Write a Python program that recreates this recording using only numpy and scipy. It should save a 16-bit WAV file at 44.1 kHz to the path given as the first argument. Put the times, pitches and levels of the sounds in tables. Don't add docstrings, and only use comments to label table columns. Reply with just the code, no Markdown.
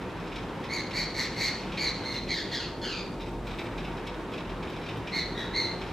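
import sys
import numpy as np
from scipy import signal
from scipy.fft import rfft, irfft
from scipy.io import wavfile

SR = 44100
rng = np.random.default_rng(int(sys.argv[2]) if len(sys.argv) > 2 else 0)


def dump_mix(stems):
    frames = np.atleast_2d(stems).T
    limited = np.clip(frames, -1, 1)
    pcm = np.round(limited * 32767).astype(np.int16)
    wavfile.write(sys.argv[1], SR, pcm)


N = 261072
TIME, FREQ = np.arange(N) / SR, np.maximum(np.arange(N // 2 + 1) * SR / N, 1)
# frequency in Hz, relative level in dB.
BREATH_SPECTRUM = [(1200, -15), (1900, 16), (2250, 15), (2550, 3), (3100, 1), (4000, 5), (4550, 12),
                   (5050, 4), (5800, 7), (6700, -1.5), (7300, -1), (8100, -2), (9200, -25), (11500, -4.5),
                   (13200, -8), (15000, -27)]
# centre in Hz, width in Hz, relative level in dB.
FOLIAGE_MODES = [(2430, 700, 11), (3210, 450, 3.5), (3746, 520, 5), (5120, 1350, 0), (7400, 1500, -15)]


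def squawks(buzz_hz=135, jitter=.0135, onset_db=11, second_ratio=.9):
    # start, end and attack in seconds, crest pitch in Hz, its fall as a share, relative crest
    # level and sag in dB, trims of fundamental, overtones and rasp in dB, line spread in Hz,
    # level of the second side of the syrinx in dB.
    calls = [(0.692, 0.808, 0.039, 2197, 0.06, -35, 4.5, 2, 7.5, -8, 190.4, -8),
             (0.932, 1.038, 0.041, 2237, 0.04, -30.5, 5.5, -3, 0, -4, 190, -9),
             (1.145, 1.254, 0.049, 2186, 0.08, -33.5, 6, -3.5, 4.5, 1.5, 221.3, -6),
             (1.364, 1.491, 0.046, 2203, 0.04, -30.5, 2.5, -3, 1.5, -1.5, 209.7, -9),
             (1.776, 1.899, 0.05, 2239, 0.08, -28.5, 5, -2.5, 2, -9.5, 199.9, -12),
             (2.03, 2.186, 0.019, 2117, 0.04, -37.5, -1, -5, 0, -10.5, 120.4, -12),
             (5.122, 5.224, 0.04, 2152, 0.07, -29.5, 7, -1.5, -3, -9.5, 209.8, -9),
             (5.353, 5.467, 0.035, 1904, 0.01, -38.5, 7, -0.5, 0, -9, 110, -8),
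             (5.538, 5.676, 0.034, 2123, 0.05, -28.5, 8.5, -3.5, -1.5, -15.5, 189.7, -12.5)]
    # multiple of the pitch, level against the octave in dB.
    overtones = [(3, -19.5), (4, -36.5), (5, -32), (6, -34)]
    progress, sounding, held = call_controls(calls)
    _, crest_hz, fall, _, _, low_db, bright_db, air_db, spread_hz, second_db = held
    effort_db, = curves([point for start, end, attack, _, _, db, sag, *_ in calls
                         for point in [(start, db - onset_db), (start + attack, db), (end, db - sag)]])
    gape = np.sin(np.pi * progress)
    buzz = np.sin(phase_of(buzz_hz * (1 + .192 * wander(46.3))))
    phase = phase_of(pitch_arch(progress, crest_hz, fall) * (1 + jitter * wander(180) + .012 * buzz))
    fundamental = [(1, low_db - 6 * (progress - .5))]
    upper = [(2, 0)] + [(k, db + bright_db + 5 * (gape - .5)) for k, db in overtones]
    voice = rough_voice(phase, fundamental, spread_hz, chaos=.6)
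    voice += rough_voice(phase, upper, 1.1 * spread_hz, chaos=.78)
    second_side = rough_voice(second_ratio * phase, fundamental + upper[:2], spread_hz, chaos=.99)
    whistle = (voice + undb(second_db) * second_side) * unit(1 + .3 * buzz)
    rasp = undb(air_db - .5 + 4 * (progress - .5)) * noise(undb(across(BREATH_SPECTRUM)))
    hiss = undb(air_db / 2 - 22) * gape * noise_band(11800, 3100)
    return (whistle + (rasp + hiss) * puffs()) * undb(effort_db - 3) * sounding


def croaks(attack_s=.03, onset_db=8, jitter=.036, drop_share=.176):
    # start and end in seconds, relative level and sag in dB, upper and lower pitch in Hz,
    # moment of the drop as a share of the call, trims of gullet and rasp in dB.
    calls = [(2.286, 2.424, -33.5, 8, 2038, 1787, 0.54, -7, -8),
             (2.516, 2.661, -35, 12.5, 1891, 1314, 0.52, -2, -7),
             (2.817, 3.007, -38.5, 8, 1636, 1233, 0.42, -5, -8)]
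    # frequency in Hz, gain in dB.
    throat = [(1000, -12), (1400, -2.5), (1850, -1), (2500, 4), (3300, 0), (3800, -2.5), (4300, 2.5),
              (4800, -4), (5400, -9.5), (5900, -19), (6800, -12), (7400, -21), (8500, -50), (9700, -35),
              (11300, -21.5), (13000, -33), (15000, -45)]
    # centre in Hz, width in Hz, gain in dB.
    gullet_modes = [(3340, 330, 1.5), (4280, 190, 6.5), (4670, 180, 2), (6500, 290, -7.5)]
    progress, sounding, (_, _, high_hz, low_hz, drop_at, gullet_db, air_db) = call_controls(calls)
    effort_db, = curves([point for start, end, db, sag, *_ in calls
                         for point in [(start, db - onset_db), (start + attack_s, db), (end, db - sag)]])
    dropped = .5 + .5 * np.tanh((progress - drop_at) / drop_share)
    pitch_hz = (high_hz + (low_hz - high_hz) * dropped) * (1 + jitter * wander(180))
    harmonics = [(k, 0) for k in range(1, 9)]
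    source = rough_voice(phase_of(pitch_hz), harmonics, spread_hz=205, chaos=.92)
    voice = shape(source, undb(across(throat)))
    air = rng.standard_normal(N) * puffs()
    gullet = undb(gullet_db + 3 * (progress + .5)) * unit(shape(air, resonances(gullet_modes)))
    rasp_colour = undb(across(BREATH_SPECTRUM)) * np.sqrt(low_pass(8500))
    rasp = undb(air_db) * unit(shape(air, rasp_colour))
    sinking_hz = np.interp(progress, [0, 1], [5250, 4530])
    sinking = undb(-3.5) * progress * moving_resonance(air, sinking_hz, width_hz=390)
    return (voice + sinking + gullet + rasp) * undb(effort_db - 3) * sounding


def rough_voice(phase, partials, spread_hz, chaos):
    wander_hz = 500
    warped_time = np.cumsum(np.broadcast_to(spread_hz / wander_hz, N)) / SR
    sidebands = np.interp(warped_time, TIME, wander(wander_hz) + 1j * wander(wander_hz))
    stack = sum(undb(db) * np.exp(1j * round(k) * phase) for k, db in partials)
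    return np.imag(stack * (np.sqrt(2 * (1 - chaos ** 2)) + chaos * sidebands))


def pitch_arch(progress, crest_hz, fall, crest_at=.42, scoop=.042):
    before = np.maximum(1 - progress / crest_at, 0)
    after = np.maximum(progress - crest_at, 0) / (1 - crest_at)
    return crest_hz * (1 - scoop * before ** 2 - fall * after)


def puffs(rate_hz=210, scatter=.35, depth=.65):
    return unit(1 + depth * np.sin(phase_of(rate_hz * (1 + scatter * wander(91)))))


def moving_resonance(x, hz, width_hz):
    carrier = np.exp(1j * phase_of(hz))
    narrow = signal.butter(2, width_hz / 2, fs=SR, output="sos")
    return unit(np.real(carrier * signal.sosfilt(narrow, x / carrier)))


def call_controls(calls, release_s=.012):
    progress, = curves([point for start, end, *_ in calls
                        for point in [(start - .01, 0), (start, 0), (end, 1), (end + .06, 1)]])
    sounding = np.max([gate(start, end, rise=.0058, fall=release_s) for start, end, *_ in calls], axis=0)
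    held = curves([(t, *row) for start, end, *row in calls for t in (start - .01, end + .06)])
    return progress, sounding, held


def foliage_knocks(faint_count=30):
    # time in seconds, relative levels of body and treble in dB.
    clear = [(0.3198, -33.5, -74), (0.359, -28, -65), (0.6397, -31.5, -63), (0.9085, -29, -69),
             (1.72, -30.5, -74), (1.7737, -29, -67), (2.142, -29.5, -62), (3.2, -38.5, -74),
             (3.26, -37.5, -72), (3.469, -34, -61), (3.5097, -33.5, -65), (3.587, -31, -64),
             (3.7788, -31.5, -70), (3.8451, -38, -71), (3.8786, -43, -71), (4.07, -30, -59),
             (4.3375, -32.5, -70), (4.378, -32, -69), (4.4702, -43, -69), (4.4942, -37.5, -67),
             (4.628, -33.5, -73), (4.6693, -37, -72), (4.6992, -39, -59), (4.7256, -38, -68),
             (4.7615, -36.5, -71), (4.862, -35, -76), (4.8883, -30.5, -63), (4.9714, -37.5, -59),
             (5.0712, -33, -88), (5.8152, -32.5, -73)]
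    times = rng.uniform(0, N / SR, (faint_count, 1))
    levels_db = [-42, -70] + 1.5 * rng.standard_normal((faint_count, 2))
    return np.vstack([clear, np.hstack([times, levels_db])])


def ticks(knocks, hold_s=.006):
    stir = undb(1.5 * rng.standard_normal((len(knocks), len(FOLIAGE_MODES))))
    blows = np.array([undb(db) * gate(t, t + hold_s, rise=.0017, fall=.012) for t, db, _ in knocks])
    rings = np.array([undb(db) * noise_band(hz, width) for hz, width, db in FOLIAGE_MODES])
    return undb(-10) * np.sum((stir.T @ blows) * rings, axis=0) / np.std(rings.sum(axis=0))


def snaps(knocks):
    bursts = sum(undb(db) * gate(t, t + .001, rise=.001, fall=.011) for t, _, db in knocks)
    return bursts * np.array([noise_band(11100, 9700) for _ in range(2)])


def rustle(patchy_db=2.2):
    # time in seconds, relative level in dB.
    brushing = [(0, -69), (.28, -57), (.36, -53.5), (.5, -64), (1.6, -50), (2.2, -54), (3.4, -69),
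                (3.5, -52), (3.7, -81), (3.83, -54), (4, -82), (4.3, -68), (4.42, -68), (4.57, -67),
                (4.75, -64), (4.95, -58), (5.05, -67), (5.9, -53.5)]
    level_db, = curves(brushing)
    return undb(level_db - 1 + patchy_db * wander(30)) * noise(resonances(FOLIAGE_MODES))


def garden(x, t60_s=.56, tail_db=-8, damp_hz=7500):
    # frequency in Hz, gain in dB.
    tail_colour = [(1000, 2), (2100, -1.5), (3000, -1.5), (4450, 1), (5200, -2), (7000, -4), (12000, -10)]
    # delay in seconds, gain in dB.
    echoes = [(.0075, -5.5), (.023, -5.5), (.071, -7.5), (.135, -13)]
    # frequency in Hz, lead of the left in radians.
    port_phase = [(1000, 0), (4400, .25), (6500, .5), (9000, .6), (11500, 1.9), (15000, 2.8)]
    decay = undb(tail_db) * unit((1 - np.exp(-TIME / .0004)) * undb(-60 * TIME / t60_s))
    tail_mid, tail_side = rfft(rng.standard_normal((2, N)) * decay / np.sqrt(N))
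    reflections = sum(undb(db) * np.exp(-2j * np.pi * FREQ * delay) for delay, db in echoes)
    damping = np.sqrt(low_pass(damp_hz))
    mid = 1 + damping * (tail_mid * undb(across(tail_colour)) + reflections)
    side = damping * tail_side * np.minimum(FREQ / 4200, 1.3)
    turn = np.exp(.5j * across(port_phase))
    responses = irfft([mid * turn + side, mid / turn - side], N)
    lead = 64
    responses = np.roll(responses, lead, axis=1)[:, :SR]
    return signal.fftconvolve(x[None], responses, axes=1)[:, lead:lead + N]


def town(level_db=-38, low_hz=70, upper_hz=800):
    # frequency in Hz, relative spectral density in dB.
    spectrum = [(15, -35), (25, -23), (53, -9), (75, -3.5), (101, -12), (160, -1.5), (240, -2.5), (305, -3),
                (648, -10), (919, -9), (1750, -16.5), (3830, -27.5), (4500, -31.5), (5010, -34.5),
                (15500, -53.5)]
    # frequency in Hz, side minus mid in dB.
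    stereo_width = [(60, -26), (110, -14), (200, -17.5), (380, -13), (700, -15.5), (1290, -15.5),
                    (2380, -8.5), (4400, -9), (8120, -3.5), (15000, 2)]
    # centre in Hz, width in Hz, relative level in dB.
    machines = [(43.7, 5.3, -50.5), (110.7, 16, -48.5), (167.3, 42, -48.5), (349, 145, -45),
                (494.2, 11.4, -54.5), (918.6, 30, -53.5)]
    mid, side = (undb(level_db) * noise(undb(across(spectrum))) for _ in range(2))
    side = shape(side, undb(across(stereo_width)))
    stereo = np.array([mid + side, mid - side])
    low = low_pass(low_hz)
    upper = (1 - low_pass(upper_hz)) * low_pass(5000)
    gains = background_levels()
    rumble = sum(shape(stereo, band) * gain for band, gain in zip([low, 1 - low - upper, upper], gains))
    drones = sum(undb(db) * noise_band(hz, width) * gains[int(hz > low_hz)] for hz, width, db in machines)
    return rumble + drones


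def background_levels(drop_from_s=2.23, drop_to_s=3.44, flicker_db=.5):
    # time in seconds, gain in dB.
    low_swell = [(0, 2.5), (2.3, 1.5), (3.3, 6.5), (4.1, 1.5), (4.6, 4), (5.9, 4.5)]
    low_db, = curves(low_swell)
    cut_db, = curves([(drop_from_s - .05, 0), (drop_from_s, -5), (drop_to_s, -5), (drop_to_s + .05, 0)])
    return [undb(db + flicker_db * wander(9)) for db in (low_db, .23, .26 + cut_db)]


def lens_motor(width_hz=80):
    # time in seconds, level in dB.
    running = [(3.15, -100), (3.28, -68), (3.4, -79), (3.5, -67), (3.62, -66.5), (3.75, -73), (3.95, -95)]
    # frequency in Hz, relative level in dB.
    lines = [(8064, -3), (12040, -8.5)]
    whine = resonances([(hz, width_hz, db) for hz, db in lines])
    return undb(curves(running)[0]) * np.array([noise(whine), noise(whine)])


def undb(db):
    return 10 ** (np.asarray(db) / 20)


def unit(x):
    return x / np.sqrt(np.mean(x ** 2))


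def phase_of(hz):
    return 2 * np.pi * np.cumsum(hz) / SR


def curves(rows):
    times, *columns = np.transpose(rows)
    return [np.interp(TIME, times, column) for column in columns]


def across(points):
    hz, value = np.transpose(points)
    return np.interp(np.log(FREQ), np.log(hz), value)


def gate(start, end, rise, fall):
    envelope = np.zeros(N)
    near = slice(*np.searchsorted(TIME, [start - rise, end + 10 * fall]))
    opening = np.minimum((TIME[near] - start) / rise + 1, 1)
    envelope[near] = opening * np.exp(-np.maximum(TIME[near] - end, 0) / fall)
    return envelope


def shape(x, gain):
    return irfft(rfft(x) * gain, N)


def low_pass(hz):
    return 1 / (1 + (FREQ / hz) ** 4)


def resonances(modes):
    return sum(undb(db) / (1 + ((FREQ ** 2 - hz ** 2) / (FREQ * width)) ** 2) for hz, width, db in modes)


def noise(gain):
    bins = rng.standard_normal(len(gain)) + 1j * rng.standard_normal(len(gain))
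    return unit(irfft(gain * bins, N))


def noise_band(hz, width_hz):
    return noise(resonances([(hz, width_hz, 0)]))


def wander(hz):
    return noise(low_pass(hz)[FREQ < 6 * hz])


def scene():
    knocks = foliage_knocks()
    nearby = squawks() + croaks() + ticks(knocks) + rustle()
    return garden(nearby) + snaps(knocks) + town() + lens_motor()


def record(dry, top_hz=15300):
    return signal.sosfilt(signal.ellip(10, .1, 80, top_hz, fs=SR, output="sos"), dry)


dry = scene()
out = record(dry)
dump_mix(out)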